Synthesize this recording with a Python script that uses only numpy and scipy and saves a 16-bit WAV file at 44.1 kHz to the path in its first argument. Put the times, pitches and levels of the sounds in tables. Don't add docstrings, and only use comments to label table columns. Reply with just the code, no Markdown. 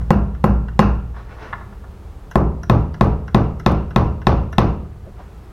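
import sys
import numpy as np
from scipy import signal
from scipy.fft import rfft, irfft
from scipy.io import wavfile
from scipy.ndimage import minimum_filter1d

SR = 44100
rng = np.random.default_rng(int(sys.argv[2]) if len(sys.argv) > 2 else 0)


def transcribe(u):
    v = np.clip(np.atleast_2d(u).T, -1, 1)
    q = np.round(v * 32767).astype(np.int16)
    wavfile.write(sys.argv[1], SR, q)


N = 243431
AGE = np.arange(int(1.2 * SR)) / SR


def from_db(db):
    return 10 ** (np.asarray(db) / 20)


def rms_one(x):
    return x / np.sqrt(np.mean(x ** 2) + 1e-20)


def fade(t60):
    return from_db(-60 * AGE / t60)


def add(track, s, sound):
    start = round(s * SR)
    heard = sound[..., max(-start, 0):N - start]
    first = max(start, 0)
    track[..., first:first + heard.shape[-1]] += heard


def coloured(noise, hz, gains):
    log_hz = np.log(np.maximum(np.fft.rfftfreq(noise.shape[-1], 1 / SR), 1))
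    gain = np.interp(log_hz, np.log(hz), gains)
    return irfft(rfft(noise) * gain, noise.shape[-1])


def tinted(noise, spectrum):
    hz, db = np.transpose(spectrum)
    fine_hz = np.geomspace(10, SR / 2, num=300)
    fine_db = np.interp(np.log(fine_hz), np.log(hz), db)
    return coloured(noise, fine_hz, from_db(fine_db))


def treble(x, edge_hz):
    return signal.sosfilt(signal.butter(1, edge_hz, "high", fs=SR, output="sos"), x)


def brighter(x, db, low_hz, high_hz):
    band = signal.butter(1, [low_hz, high_hz], "band", fs=SR, output="sos")
    return x + (from_db(db) - 1) * signal.sosfilt(band, x)


def leftward(x, db, lag_ms):
    band = signal.butter(1, [390, 7000], "band", fs=SR, output="sos")
    shaded = signal.sosfilt(band, x)
    left = x + (from_db(db / 2) - 1) * shaded
    right = x + (from_db(-db / 2) - 1) * shaded
    i = np.arange(len(x))
    return np.array([left, np.interp(i - lag_ms * SR / 1000, i, right)])


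def ring(modes, column, spread_db, detune):
    out = np.zeros(len(AGE))
    chances = rng.standard_normal((len(modes), 2))
    for k, (mode, (level_chance, pitch_chance)) in enumerate(zip(modes, chances)):
        pitch_hz, t60 = mode[0] * (1 + detune * pitch_chance), mode[1]
        age = AGE[:int(1.5 * t60 * SR)]
        height = from_db(mode[column] + spread_db * level_chance - 60 * age / t60)
        out[:len(age)] += (-1) ** k * height * np.sin(2 * np.pi * pitch_hz * age)
    return out


# pitch_hz, t60_s, end_level_db (struck at the near end), side_level_db (struck at the side)
CASE_MODES = [(77, 0.012, -7.5, -41), (165.2, 0.082, -2.5, -5), (114, 0.1, -13.5, -19),
              (204.7, 0.16, -3.5, -8.5), (362.4, 0.16, -17.5, -15.5), (522, 0.037, -4, -16),
              (676, 0.02, -8.5, -4.5), (795, 0.024, -2, -3.5), (1058.5, 0.038, -6, -7),
              (1105, 0.015, -9.5, -13.5), (1320, 0.039, -11.5, -14.5), (1740, 0.028, -24.5, -16.5),
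              (2010, 0.013, -28, -17.5), (2494, 0.026, -33, -23.5), (2664, 0.013, -28, -20.5),
              (3415, 0.0084, -58, -18), (4330, 0.0023, -26.5, -23), (5900, 0.011, -44, -31.5),
              (3810, 0.012, -50, -22), (11600, 0.016, -27, -32.5), (1085, 0.17, -27, -31),
              (1240, 0.21, -37, -33.5), (1953, 0.13, -35, -36), (2230, 0.25, -53, -54),
              (2510, 0.2, -56, -49), (2700, 0.18, -50, -51), (2880, 0.17, -50, -52), (3580, 0.33, -65, -51),
              (3820, 0.16, -62, -53.5), (4160, 0.13, -63, -50.5), (4360, 0.17, -52.5, -52),
              (5130, 0.22, -62.5, -56), (5690, 0.18, -66, -50)]


def case_ring(place):
    return ring(CASE_MODES, 2 + place, spread_db=1.6, detune=0.0023)


def crack():
    click = from_db(-15) * fade(0.001)
    sizzle_level = from_db(-48.5) * fade(0.003) + from_db(-37) * fade(0.075)
    sizzle = rng.standard_normal(len(AGE)) * sizzle_level
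    soft_face = signal.butter(1, 11000, fs=SR, output="sos")
    return signal.sosfilt(soft_face, treble(click + sizzle, edge_hz=1800))


# pitch_hz, t60_s, end_level_db (struck at the near end), side_level_db (struck at the side)
BOOM_MODES = [(28.2, 0.44, -35, -20), (54.26, 0.64, -18, -12), (57.96, 0.97, -7, -32),
              (62.56, 0.72, -17.5, -10.5), (73.6, 1.35, -20, -24), (81.3, 1.15, -36, -21),
              (107.2, 0.46, -11.5, -21.5), (116.1, 1.84, -25.5, -31), (116.8, 0.4, -23, -6),
              (139.3, 0.72, -35, -22), (158, 0.84, -19.5, -18.5), (191, 0.52, -19.5, -17),
              (199, 0.504, -7.5, -30), (205.6, 0.55, -24, -16), (233, 0.31, -13, -33),
              (251.8, 0.51, -27, -26.5), (312.8, 0.49, -41.5, -23.5), (328, 0.56, -29.5, -29.5),
              (378.4, 0.57, -35, -23), (398.6, 0.46, -27.5, -24.5), (430, 0.59, -32.5, -25.5),
              (463, 0.54, -28.5, -27), (500, 0.53, -27.5, -28), (557.6, 0.44, -28, -22.5),
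              (680, 0.37, -26, -26), (832, 0.28, -22.5, -25.5), (960, 0.47, -32, -26),
              (1052, 0.37, -27, -26.5), (1376, 0.49, -32, -37.5), (1540, 0.44, -44, -42)]
# end_s, side_s
BOOM_BUILD_S = (0.049, 0.027)


def boom(place):
    build = 1 - np.exp(-AGE / BOOM_BUILD_S[place])
    return ring(BOOM_MODES, 2 + place, spread_db=2.5, detune=0.0033) * build


def scattered(rows, clump_db):
    marks = np.arange(0, 1.21, .002)
    clumps = np.array([np.interp(AGE, marks, rng.standard_normal(len(marks))) for _ in range(rows)])
    return rng.standard_normal((rows, len(AGE))) * from_db(clump_db * clumps * np.exp(-AGE / 0.12))


# band_hz, t60_s, end_gain_db, side_gain_db
TAIL_BANDS = [(40.6, 1, 2, 1), (126, 0.76, 7, 4), (240, 0.56, 2, 4.5), (500, 0.52, -4.5, -2),
              (950, 0.5, -7.5, -5), (1290, 0.52, -12.5, -9), (1506, 0.44, -14, -17),
              (2120, 0.45, -31.5, -26.5), (2835, 0.51, -28.5, -28), (3000, 0.42, -43, -33),
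              (6270, 0.41, -45.5, -42.5), (7800, 0.22, -63, -61), (10700, 0.28, -50, -50.5),
              (12700, 0.17, -43, -44.5), (13000, .14, -47, -65), (16000, .12, -42, -52.5)]


def dying(noise, build_s, build_cycles):
    hz, t60 = np.transpose(TAIL_BANDS)[:2]
    out = np.zeros(len(AGE))
    for band, band_hz, band_t60 in zip(np.eye(len(hz)), hz, t60):
        build = 1 - np.exp(-AGE / (build_s + build_cycles / band_hz))
        out += coloured(noise, hz, band) * fade(band_t60) * build
    return out


# start_s, hardness_db (treble lift), place (0 near end, 1 side)
BLOWS = [(-0.235, -3, 0), (0.1059, 3, 0), (0.4413, 1.5, 0), (0.7925, 12, 0), (2.356, -8.5, 1),
         (2.6975, 1, 1), (3.01, 0.5, 1), (3.3462, 2.5, 1), (3.6623, 6, 1), (3.9610, 3.5, 1), (4.2691, 6, 1),
         (4.5826, 7, 1)]
# end_db, side_db
STRENGTH_DB = (-0.4, -0.63)


def blows():
    out = np.zeros((2, N))
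    paths = scattered(2, clump_db=-1.5)
    for s, hardness_db, place in BLOWS:
        place = int(place)
        own_path = scattered(1, clump_db=-6.5)[0]
        direct = leftward(case_ring(place) + crack(), db=(1.6, 6.0)[place], lag_ms=0.029)
        spectrum = np.array(TAIL_BANDS)[:, [0, 2 + place]]
        reflections = tinted(0.9 * paths[place] + 0.44 * own_path, spectrum)
        room = dying(reflections, build_s=0.0039, build_cycles=4.3)
        blow = brighter(direct + boom(place) + room, hardness_db, low_hz=2160, high_hz=6350)
        add(out, s, from_db(STRENGTH_DB[place]) * blow)
    return out


# pitch_hz, gain_db
FLOOR_COLOUR = [(12, -40), (20, -11.5), (60, 1.5), (110, -10.5), (154, -16.5), (204, -11), (228, -24),
                (410, -19.5), (558, -28.5), (802, -27.5), (873, -29), (1260, -31.5), (2020, -40.5),
                (5380, -50), (16000, -57)]


def room_tone():
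    mid, side = rms_one(tinted(rng.standard_normal((2, N)), FLOOR_COLOUR))
    width = from_db(-29.5) * treble(side, edge_hz=1500)
    return from_db(-39) * (mid + width * [[1], [-1]])


# pitch_hz, t60_s, outside_level_db (knocked from outside), inside_level_db (struck by the shot)
MALLET_MODES = [(110.3, 0.42, -31, -46), (690, 0.026, -20, -36), (1025, 0.036, -16, -35),
                (1360, 0.026, -18, -32), (1527, 0.017, -26, -30), (1693, 0.022, -19, -34),
                (2004, 0.02, -25.5, -38.5), (2130, 0.09, -38, -56.5), (2790, 0.02, -39, -44),
                (3400, 0.014, -39.5, -48.5), (3900, 0.014, -43, -50)]


def mallet_ring(column, detune):
    return ring(MALLET_MODES, column, spread_db=2, detune=detune)


# pitch_hz, t60_s, level_db
PELLET_MODES = [(5490, 0.01, -37.5), (5960, 0.006, -39), (11300, 0.0062, -43.5)]


def pellet_click():
    return ring(PELLET_MODES, column=2, spread_db=4, detune=0.04)


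# start_s, knock_db, pellet_db
SWINGS = [(0.013, -10.5, -17.5), (0.349, -7.5, -23), (0.684, -1, -19.5), (2.313, -3, -6.5),
          (2.633, -2.5, -1.5), (2.943, -2, -11.5), (3.280, -1.5, -12), (3.598, -1.5, -7.5),
          (3.908, -2, -14), (4.217, -3, -15), (4.528, 3, -5)]
SWING_GAP_S, SWING_LOSS_DB = 0.0033, 4
PELLET_GAP_S, PELLET_LOSS_DB = 0.0012, 2


def swings():
    out = np.zeros(N)
    for s, knock_db, pellet_db in SWINGS:
        for k, slip in enumerate(rng.uniform(-.2, .2, size=4)):
            knock = mallet_ring(column=3, detune=0.02)
            add(out, s + k * (1 + slip) * SWING_GAP_S, from_db(knock_db - k * SWING_LOSS_DB) * knock)
        for k, slip in enumerate(rng.uniform(-2, 1, size=10)):
            level = from_db(pellet_db - k * PELLET_LOSS_DB)
            add(out, s + (k + slip) * PELLET_GAP_S, level * pellet_click())
    return out


# start_s, level_db
KNOCKS = [(1.142, -21), (1.1635, -16.5), (1.196, -19.5), (1.383, -20.5), (1.5279, -5.5), (1.608, -19.5),
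          (1.7247, -24), (1.8386, -23)]
# delay_s, level_db (relative to the knock)
CONTACTS = [(0, -4.5), (.00345, 0.5), (.0098, -5)]
KNOCK_HARDNESS_DB, HARDNESS_PER_DB = 10.5, 1.25


def knocks():
    out = np.zeros(N)
    for s, level_db in KNOCKS:
        hardness_db = KNOCK_HARDNESS_DB + HARDNESS_PER_DB * level_db
        for delay_s, contact_db in CONTACTS:
            knock = mallet_ring(column=2, detune=0.006)
            knock = brighter(knock, hardness_db, low_hz=1440, high_hz=3370)
            add(out, s + delay_s, from_db(level_db + contact_db) * knock)
    return out


# pitch_hz, gain_db
SHOT_COLOUR = [(150, 4), (500, 5), (850, 3.5), (1200, 4), (1600, 0.5), (2200, -4.5), (3000, -13.5),
               (4500, -19), (6000, -21.5), (7500, -42), (16000, -52)]
# peak_s, level_db, half_length_s
TILTS = [(1.175, -45.5, 0.025), (1.315, -47, 0.036), (1.43, -41.5, 0.038), (5.2, -51.5, 0.023)]


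def shot():
    out, t = np.zeros(N), np.arange(N) / SR
    collisions = (rng.random(N) < 5000 / SR) * rng.standard_normal(N)
    grains = rms_one(tinted(collisions, SHOT_COLOUR))
    for s, db, half_s in TILTS:
        phase = np.clip((t - s) / half_s, -20, 20)
        swell = np.exp(np.where(phase < 0, -phase ** 2, -.8 * phase))
        out += from_db(db) * swell * grains
    return out


# start_s, level_db
TICKS = [(2.813, -40), (3.046, -26), (3.069, -35), (3.440, -37), (3.695, -29), (3.719, -22), (3.997, -34),
         (4.044, -36)]


def ticks():
    out = np.zeros(N)
    for s, db in TICKS:
        add(out, s, from_db(db) * fade(0.001))
    return treble(out, edge_hz=4000)


# peak_s, level_db, half_length_s, centre_hz
RUBS = [(5.08, -43, 0.015, 487), (5.204, -43, 0.012, 800)]
RUB_WIDTH = 1.34


def rubs():
    out = np.zeros(N)
    for s, db, half_s, hz in RUBS:
        swell = np.exp(-.5 * ((np.arange(N) / SR - s) / half_s) ** 2)
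        band = signal.butter(2, [hz / RUB_WIDTH, hz * RUB_WIDTH], "band", fs=SR, output="sos")
        out += from_db(db) * swell * rms_one(signal.sosfilt(band, rng.standard_normal(N)))
    return out


def scene():
    rattle = shot()
    knock = swings() + knocks()
    reflections = dying(rng.standard_normal(len(AGE)), build_s=0.0011, build_cycles=1.1)
    echo = signal.fftconvolve(from_db(-28.5) * rattle + from_db(-39) * knock, reflections)[:N]
    return blows() + room_tone() + knock + rattle + echo + ticks() + rubs()


def gain_control(x, boost_db, threshold_db, hold_s, release_db_per_s):
    level_db = 20 * np.log10(np.abs(x).max(axis=0) + 1e-6)
    cut_db = np.clip(level_db - threshold_db, 0, boost_db)
    size = 2 * int(hold_s * SR / 2) + 1
    held_db = -minimum_filter1d(-cut_db, size, origin=size // 2, mode="constant")
    ramp_db = release_db_per_s * np.arange(N) / SR
    released_db = np.maximum.accumulate(held_db + ramp_db) - ramp_db
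    return x * from_db(boost_db - released_db)


def record(dry):
    x = gain_control(dry, boost_db=3.5, threshold_db=-5.0, hold_s=0.17, release_db_per_s=6)
    x = x / (1 + np.abs(x) ** 6) ** (1 / 6)
    top_cut = signal.ellip(10, .1, 80, 16000, fs=SR, output="sos")
    return signal.sosfilt(top_cut, x)


dry = scene()
out = record(dry)
transcribe(out)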